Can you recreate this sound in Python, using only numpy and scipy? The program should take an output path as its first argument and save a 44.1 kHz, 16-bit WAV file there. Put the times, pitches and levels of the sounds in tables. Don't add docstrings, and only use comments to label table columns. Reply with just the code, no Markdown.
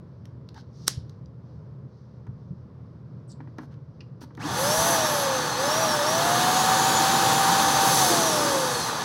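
import sys
import numpy as np
from scipy import signal
from scipy.fft import rfft, irfft, next_fast_len
from scipy.io import wavfile
from scipy.ndimage import uniform_filter1d, map_coordinates

SR = 44100
rng = np.random.default_rng(int(sys.argv[2]) if len(sys.argv) > 2 else 0)


def wav_record(signal):
    frames = np.transpose(np.atleast_2d(signal))
    bounded = np.clip(frames, -1, 1)
    quanta = np.round(bounded * 32767).astype(np.int16)
    wavfile.write(sys.argv[1], SR, quanta)


N = 398663
T = np.arange(N) / SR
FFT_SIZE = next_fast_len(N + SR, real=True)
FREQS = np.maximum(np.arange(FFT_SIZE // 2 + 1) * SR / FFT_SIZE, 1)

# (on [s], off [s])
PRESSES = [(4.378, 4.892), (5.552, 5.806), (6.017, 7.97)]
# (order [1], level [dB])
SHAFT_ORDERS = [(1, 0), (2, -18), (3, -27), (4, -23), (5, -26)]
# (shaft speed [Hz], gain [dB])
SHAFT_RADIATION = [(150, -48), (290, -37), (400, -43), (470, -45.5), (520, -29), (600, -30), (660, -29.5),
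                   (750, -25.5), (790, -26)]
# (frequency [Hz], gain [dB])
WHINE_RESPONSE = [(2400, -62), (3800, -54), (4200, -38), (4600, -44), (4800, -51), (5250, -42),
                  (5550, -33.5), (6000, -36.5), (6300, -44), (6650, -40), (6930, -37), (7060, -47),
                  (11500, -40), (12150, -33), (12650, -46)]
# (low edge [Hz], high edge [Hz], level at full speed [dB], growth [dB per doubling of speed])
TURBULENCE = [(30, 204, -34.5, 13), (195, 500, -35, 7.5), (445, 2260, -24, 7.5), (2340, 9200, -28, 10),
              (7200, 18000, -32.5, 14.5)]
# (frequency [Hz], level [dB])
AIR_SPECTRUM = [(45.0, -45), (75.0, -16), (105.0, -13), (135.0, -1), (200.0, -6), (370.0, -9),
                (550.0, -6.5), (900.0, -2.5), (1700.0, -8), (2300.0, -17), (3500.0, -8.5), (6000.0, -13),
                (8500.0, -21.5), (15500.0, -25)]
# (centre [Hz], width [Hz], gain [dB])
DUCT_RESONANCES = [(155.3, 19, 8), (275, 116, 7.5), (503, 45, 5), (690, 26, -7), (888, 133, 5.5),
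                   (1190, 170, 4), (1687, 220, 2.5), (2520, 130, 4), (3400, 200, 2), (3820, 170, 1.5),
                   (4450, 450, 3), (5920, 280, 4.5), (6320, 180, 9), (7650, 310, 4), (9370, 210, 7),
                   (10740, 1440, 7), (11470, 250, 3.5), (13000, 720, -0.5), (15500, 500, 4)]
# (time [s], duration [s], level at full speed [dB], centre [Hz], width [Hz])
LEAKS = [(4.495, 0.54, -28, 11200, 8100), (4.49, 1.3, -32, 6150, 600), (4.997, 0.32, -32, 11500, 2600),
         (7.453, 2.4, -37, 6240, 600), (7.765, 0.41, -29, 12100, 12000), (7.882, 1.08, -26.5, 9000, 9400),
         (8.015, 0.68, -29, 353, 218)]
# (time [s], level [dB], duration [s])
SNAPS = [(.8765, -24, .0006), (.8791, -11, .0023)]
# (frequency [Hz], level [dB])
SNAP_SPECTRUM = [(150, -23.5), (350, -1), (550, -9.5), (780, -9.5), (1450, -0.5), (2350, -10.5),
                 (3000, -10), (4000, 2), (4700, -3.5), (5800, 5.5), (7200, -11), (8300, 3.5), (10000, -8.5),
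                 (15500, -16.5)]
# (frequency [Hz], level [dB])
ECHO_SPECTRUM = [(150, -21.5), (400, -9), (1400, -5), (2500, -8.5), (4200, -2.5), (6300, 1), (7500, -6),
                 (11000, -10.5), (15500, -22)]
# (time [s], level [dB], centre [Hz], width [Hz], decay [s])
CLICKS = [(0.255, -39, 4500, 7000, 0.0015), (.489, -39.5, 3600, 4000, 0.0021),
          (0.544, -43, 4000, 6000, 0.0024), (1.0957, -40, 4400, 5000, 0.0013),
          (1.259, -46, 4730, 2930, 0.0011), (2.268, -50.5, 3010, 5000, 0.0017),
          (3.584, -41.5, 3000, 7000, 0.0031), (4.0054, -36.5, 2590, 600, 0.0073),
          (4.006, -42.5, 4950, 1200, 0.0056), (4.215, -44.5, 4500, 5000, 0.0032),
          (4.351, -40, 3000, 7000, 0.0012), (4.372, -47, 4940, 11100, 0.0024)]
# (time [s], level [dB])
KNOCKS = [(0.5463, -51), (2.2674, -44.5), (3.403, -40), (3.473, -46), (3.584, -30), (3.631, -49),
          (4.215, -39.5), (4.236, -43), (4.306, -47), (4.3758, -35)]
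# (frequency [Hz], level [dB], T60 [s])
CASE_MODES = [(250, -3, .15), (300, -6, 0.14), (402, -9, .05), (556, -8.5, 0.027), (802, -6.5, 0.035),
              (937, -1, 0.03), (1313, -9.5, 0.023), (1685, -8, 0.032), (1920, -1.5, 0.018), (2320, -6, .02)]
# (time [s], level [dB], frequency [Hz], decay [s])
BUMPS = [(0.325, -33, 125, 0.015), (0.973, -24, 112, 0.0097), (1.82, -35.5, 135.3, 0.029),
         (2.285, -29.5, 112.4, 0.019), (2.506, -27, 123.6, 0.02), (4.445, -32, 283, 0.021),
         (4.764, -36, 80, 0.023)]
# (time [s], duration [s], level [dB], centre [Hz], width [Hz], glide [octaves])
RUBS = [(0.543, 0.084, -53.5, 4300, 3580, 0), (.545, .065, -55, 1644, 600, 0),
        (.55, 0.048, -53.5, 880, 200, 0), (3.564, 0.099, -55.5, 904, 1610, -0.077),
        (0.712, 0.26, -56, 5350, 3600, -0.15), (0.865, .022, -35, 5930, 6940, -0.11),
        (3.274, 0.067, -46.5, 8400, 1305, -0.21), (3.288, .055, -53, 5340, 1610, -0.4),
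        (3.597, 0.07, -60.5, 4490, 9000, 0.04), (3.7, 0.058, -62, 2200, 4000, 0),
        (4.205, 0.046, -46, 5060, 10000, -0.023)]
# (frequency [Hz], gain [dB])
MIC_COLOUR = [(1500, 3), (2400, -8.5), (4000, -4.5), (6000, -3.5), (7200, -15.5), (15000, -6.5)]
# (frequency [Hz], level [dB])
VENT_SPECTRUM = [(30, -44), (48, -33.5), (75, -7), (105, -6), (140, -0.5), (190, -9.5), (290, -19),
                 (510, -21.5), (770, -34.5), (1030, -31), (2600, -54), (5000, -55), (7000, -68),
                 (15000, -78.5)]
# (frequency [Hz], T60 [s])
ROOM_T60 = [(200, 0.46), (1000, 0.19), (5000, 0.3), (9000, 0.18), (15000, 0.13)]

START_S = PRESSES[0][0]
BLADES, COMMUTATOR_BARS = 9, 12


def pump(full_speed_hz=780, rise_s=0.028):
    shaft_hz, housing_gain = shaft_speed(), housing()
    doublings = np.log2(shaft_hz / full_speed_hz)
    rush = room(turbulence(doublings, housing_gain) + leaks(doublings, housing_gain), wet_db=-11)
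    onset = np.clip((T - START_S) / rise_s, 0, 1)
    return onset * (motor(shaft_hz) + jolt() + rush)


def shaft_speed(pull_hz_per_s=6371, pull_fade_hz=321.7, drag_per_turn=.0008, friction_hz_per_s=68):
    step_s = .001
    times, hz, speeds = np.arange(0, N / SR, step_s), 0, []
    powered = sum((times >= on) & (times < off) for on, off in PRESSES)
    for power in powered:
        pull = power * pull_hz_per_s * np.exp(-hz / pull_fade_hz)
        hz = max(hz + step_s * (pull - drag_per_turn * hz ** 2 - friction_hz_per_s), 1)
        speeds.append(hz)
    return np.interp(T, times + step_s, speeds)


def motor(shaft_hz, jitter=0.00122):
    angle = 2 * np.pi * np.cumsum(shaft_hz * (1 + jitter * walk(120))) / SR
    shaft = shaft_tone(angle, shaft_hz)
    whine = blade_whine(angle, shaft_hz) + brushes(angle)
    return np.sqrt(2) * (shaft + room(whine, wet_db=-16))


def shaft_tone(angle, shaft_hz, flutter_db=1.0):
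    tone = sum(undb(db) * np.sin(round(order) * angle) for order, db in SHAFT_ORDERS)
    return tone * undb(along(SHAFT_RADIATION, shaft_hz) + flutter_db * walk(30))


def blade_whine(angle, shaft_hz, octave_db=-14, flutter_db=3, sway_db=1.5):
    tone = sum(undb(db + along(WHINE_RESPONSE, order * shaft_hz)) * np.sin(order * angle)
               for order, db in [(BLADES, 0), (2 * BLADES, octave_db)])
    return tone * undb(flutter_db * walk(90) + sway_db * walk(14))


def brushes(angle, db=-48, octave_db=-8, chatter_rad=0.054, flicker_db=3.5):
    bar_phase = COMMUTATOR_BARS * (angle + chatter_rad * walk(700))
    tone = np.sin(bar_phase) + undb(octave_db) * np.sin(2 * bar_phase)
    return tone * inrush(length_s=0.3) * undb(db + flicker_db * walk(200))


def jolt(db=-33, rise_s=0.14):
    swell = np.clip((T - START_S) / rise_s, 0, 1)
    return noise(band(lo_hz=95, hi_hz=200)) * swell * inrush(length_s=0.41) * undb(db)


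def inrush(length_s):
    since = T - START_S
    return np.exp(-(since / length_s) ** 2) * (since > 0)


def turbulence(doublings, housing_gain, flicker_db=0.34):
    return sum(noise(housing_gain * band(lo, hi)) * undb(db + growth * doublings + flicker_db * walk(25))
               for lo, hi, db, growth in TURBULENCE)


def leaks(doublings, housing_gain, fade_s=0.089, db_per_doubling=13.5):
    out = 0
    for start, length, db, hz, width in LEAKS:
        gap = np.clip(np.minimum(T - start, start + length - T) / fade_s, 0, 1)
        out = out + undb(db) * gap * resonate(noise(housing_gain), hz, width)
    return out * undb(db_per_doubling * doublings)


def housing():
    peaks_db = sum(db / (1 + (2 * (FREQS - hz) / width) ** 2) for hz, width, db in DUCT_RESONANCES)
    return undb(along(AIR_SPECTRUM) + peaks_db)


def snap(echo_db=-13, edge_s=.0004):
    out, t = np.zeros(N), T[:SR // 50]
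    for start, db, length in SNAPS:
        envelope = np.minimum(t / edge_s, 1) * np.exp(-np.maximum(t - length, 0) / edge_s)
        contacts = rng.standard_normal(len(t)) * envelope
        magnitude = np.abs(rfft(contacts, FFT_SIZE))
        colour = undb(along(SNAP_SPECTRUM)) / (magnitude + magnitude.mean() / 10)
        flurry = shape(contacts, colour)[:len(t)]
        echo = shape(room_tail(), undb(along(ECHO_SPECTRUM)))[:SR // 2]
        strength = undb(db) * np.sqrt(length * SR)
        add(out, start, strength * flurry / np.linalg.norm(flurry))
        add(out, start, strength * undb(echo_db) * echo / np.linalg.norm(echo))
    return out


def clicks():
    out, t = np.zeros(N), T[:SR // 10]
    for start, db, hz, width, decay in CLICKS:
        burst = resonate(rng.standard_normal(len(t)), hz, width)
        add(out, start, undb(db) * burst * np.exp(-t / decay))
    return out


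def knocks(scuff_db=-9, scuff_s=0.009, contact_s=0.0018, spread_db=2, detuning=0.014):
    out, t = np.zeros(N), T[:SR // 4]
    for start, db in KNOCKS:
        ring = 0
        for hz, mode_db, t60 in CASE_MODES:
            strength, offset, phase = rng.standard_normal(3)
            mode = np.sin(2 * np.pi * hz * (1 + detuning * offset) * t + np.pi * phase)
            ring = ring + undb(mode_db + spread_db * strength - 60 * t / t60) * mode
        scuff = resonate(rng.standard_normal(len(t)), hz=1200, width_hz=1600) * np.exp(-t / scuff_s)
        attack = 1 - np.exp(-t / contact_s)
        add(out, start, undb(db) * (ring + undb(scuff_db) * scuff) * attack)
    return out


def bumps(rise_s=0.011):
    out, t = np.zeros(N), T[:SR // 2]
    for start, db, hz, decay in BUMPS:
        boom = np.sin(2 * np.pi * hz * t) + 0.5 * resonate(rng.standard_normal(len(t)), hz, width_hz=70)
        envelope = 2 * (1 - np.exp(-t / rise_s)) * np.exp(-t / decay)
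        add(out, start, undb(db) * boom * envelope)
    return shape(out, band(30, 510))


def rubs(grain_db=3):
    out, t = np.zeros(N), T[:SR // 2]
    for start, length, db, hz, width, glide in RUBS:
        slips = rng.standard_normal(len(t)) * undb(grain_db * rng.exponential(size=len(t)))
        progress = np.minimum(t / length, 1)
        position = np.cumsum(2 ** (glide * progress))
        squeak = map_coordinates(resonate(slips, hz, width), [position], mode="mirror")
        add(out, start, undb(db) * squeak * np.sin(np.pi * progress))
    return out


def sleeves(db=-77, sway_db=3.5, grain_db=2):
    fibres = rng.standard_normal(N) * undb(grain_db * rng.exponential(size=N))
    return resonate(fibres, hz=4700, width_hz=3000) * undb(db + sway_db * walk(11))


def ventilation(rumble_db=-44, sway_db=1, hum_hz=120, hum_db=-49):
    rumble = noise(undb(along(VENT_SPECTRUM))) * undb(rumble_db + sway_db * walk(7.6))
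    return rumble + undb(hum_db) * np.sqrt(2) * np.sin(2 * np.pi * hum_hz * T)


def room(x, wet_db=-12):
    return x + undb(wet_db) * signal.fftconvolve(x, room_tail())[:N]


def room_tail(first_echo_s=.002):
    t = T[:SR // 2]
    white, tail = rfft(rng.standard_normal(len(t))), 0
    hz = np.maximum(np.arange(len(white)) * SR / len(t), 1)
    octave = np.clip(np.round(np.log2(hz)), 7, 14)
    for k in np.unique(octave):
        decay = undb(-60 * t / along(ROOM_T60, 2 ** k))
        tail = tail + irfft(white * (octave == k), len(t)) * decay
    tail = tail * (t > first_echo_s)
    return tail / np.linalg.norm(tail)


def undb(db):
    return 10 ** (np.asarray(db) / 20)


def unit(x):
    return x / np.sqrt(np.mean(x ** 2))


def along(points, hz=FREQS):
    point_hz, value = np.transpose(points)
    return np.interp(np.log(hz), np.log(point_hz), value)


def shape(x, gain):
    return irfft(rfft(x, FFT_SIZE) * gain, FFT_SIZE)[:N]


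def band(lo_hz, hi_hz):
    return (1 + (lo_hz / FREQS) ** 10) ** -.5 * (1 + (FREQS / hi_hz) ** 10) ** -.5


def noise(gain):
    return unit(shape(rng.standard_normal(N), gain))


def walk(rate_hz):
    hold = int(SR / rate_hz)
    steps = np.repeat(rng.standard_normal(N // hold + 1), hold)
    return unit(uniform_filter1d(uniform_filter1d(steps, hold), hold)[:N])


def resonate(x, hz, width_hz):
    b, a = signal.iirpeak(min(hz, SR * .45), hz / min(width_hz, SR / 3), fs=SR)
    return unit(signal.lfilter(b, a, signal.lfilter(b, a, x)))


def add(out, start_s, x):
    i = int(start_s * SR)
    out[i:i + len(x)] += x[:N - i]


def scene():
    handling = clicks() + knocks() + bumps() + rubs() + sleeves()
    coloured = shape(handling, undb(along(MIC_COLOUR)))
    mono = snap() + room(coloured) + pump() + ventilation()
    return np.array([mono, mono])


def record(dry):
    ceiling, top_hz = .54, 15850
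    rounded = dry / (1 + (dry / ceiling) ** 8) ** (1 / 8)
    return signal.sosfilt(signal.ellip(12, .1, 80, top_hz, fs=SR, output="sos"), rounded)


dry = scene()
out = record(dry)
wav_record(out)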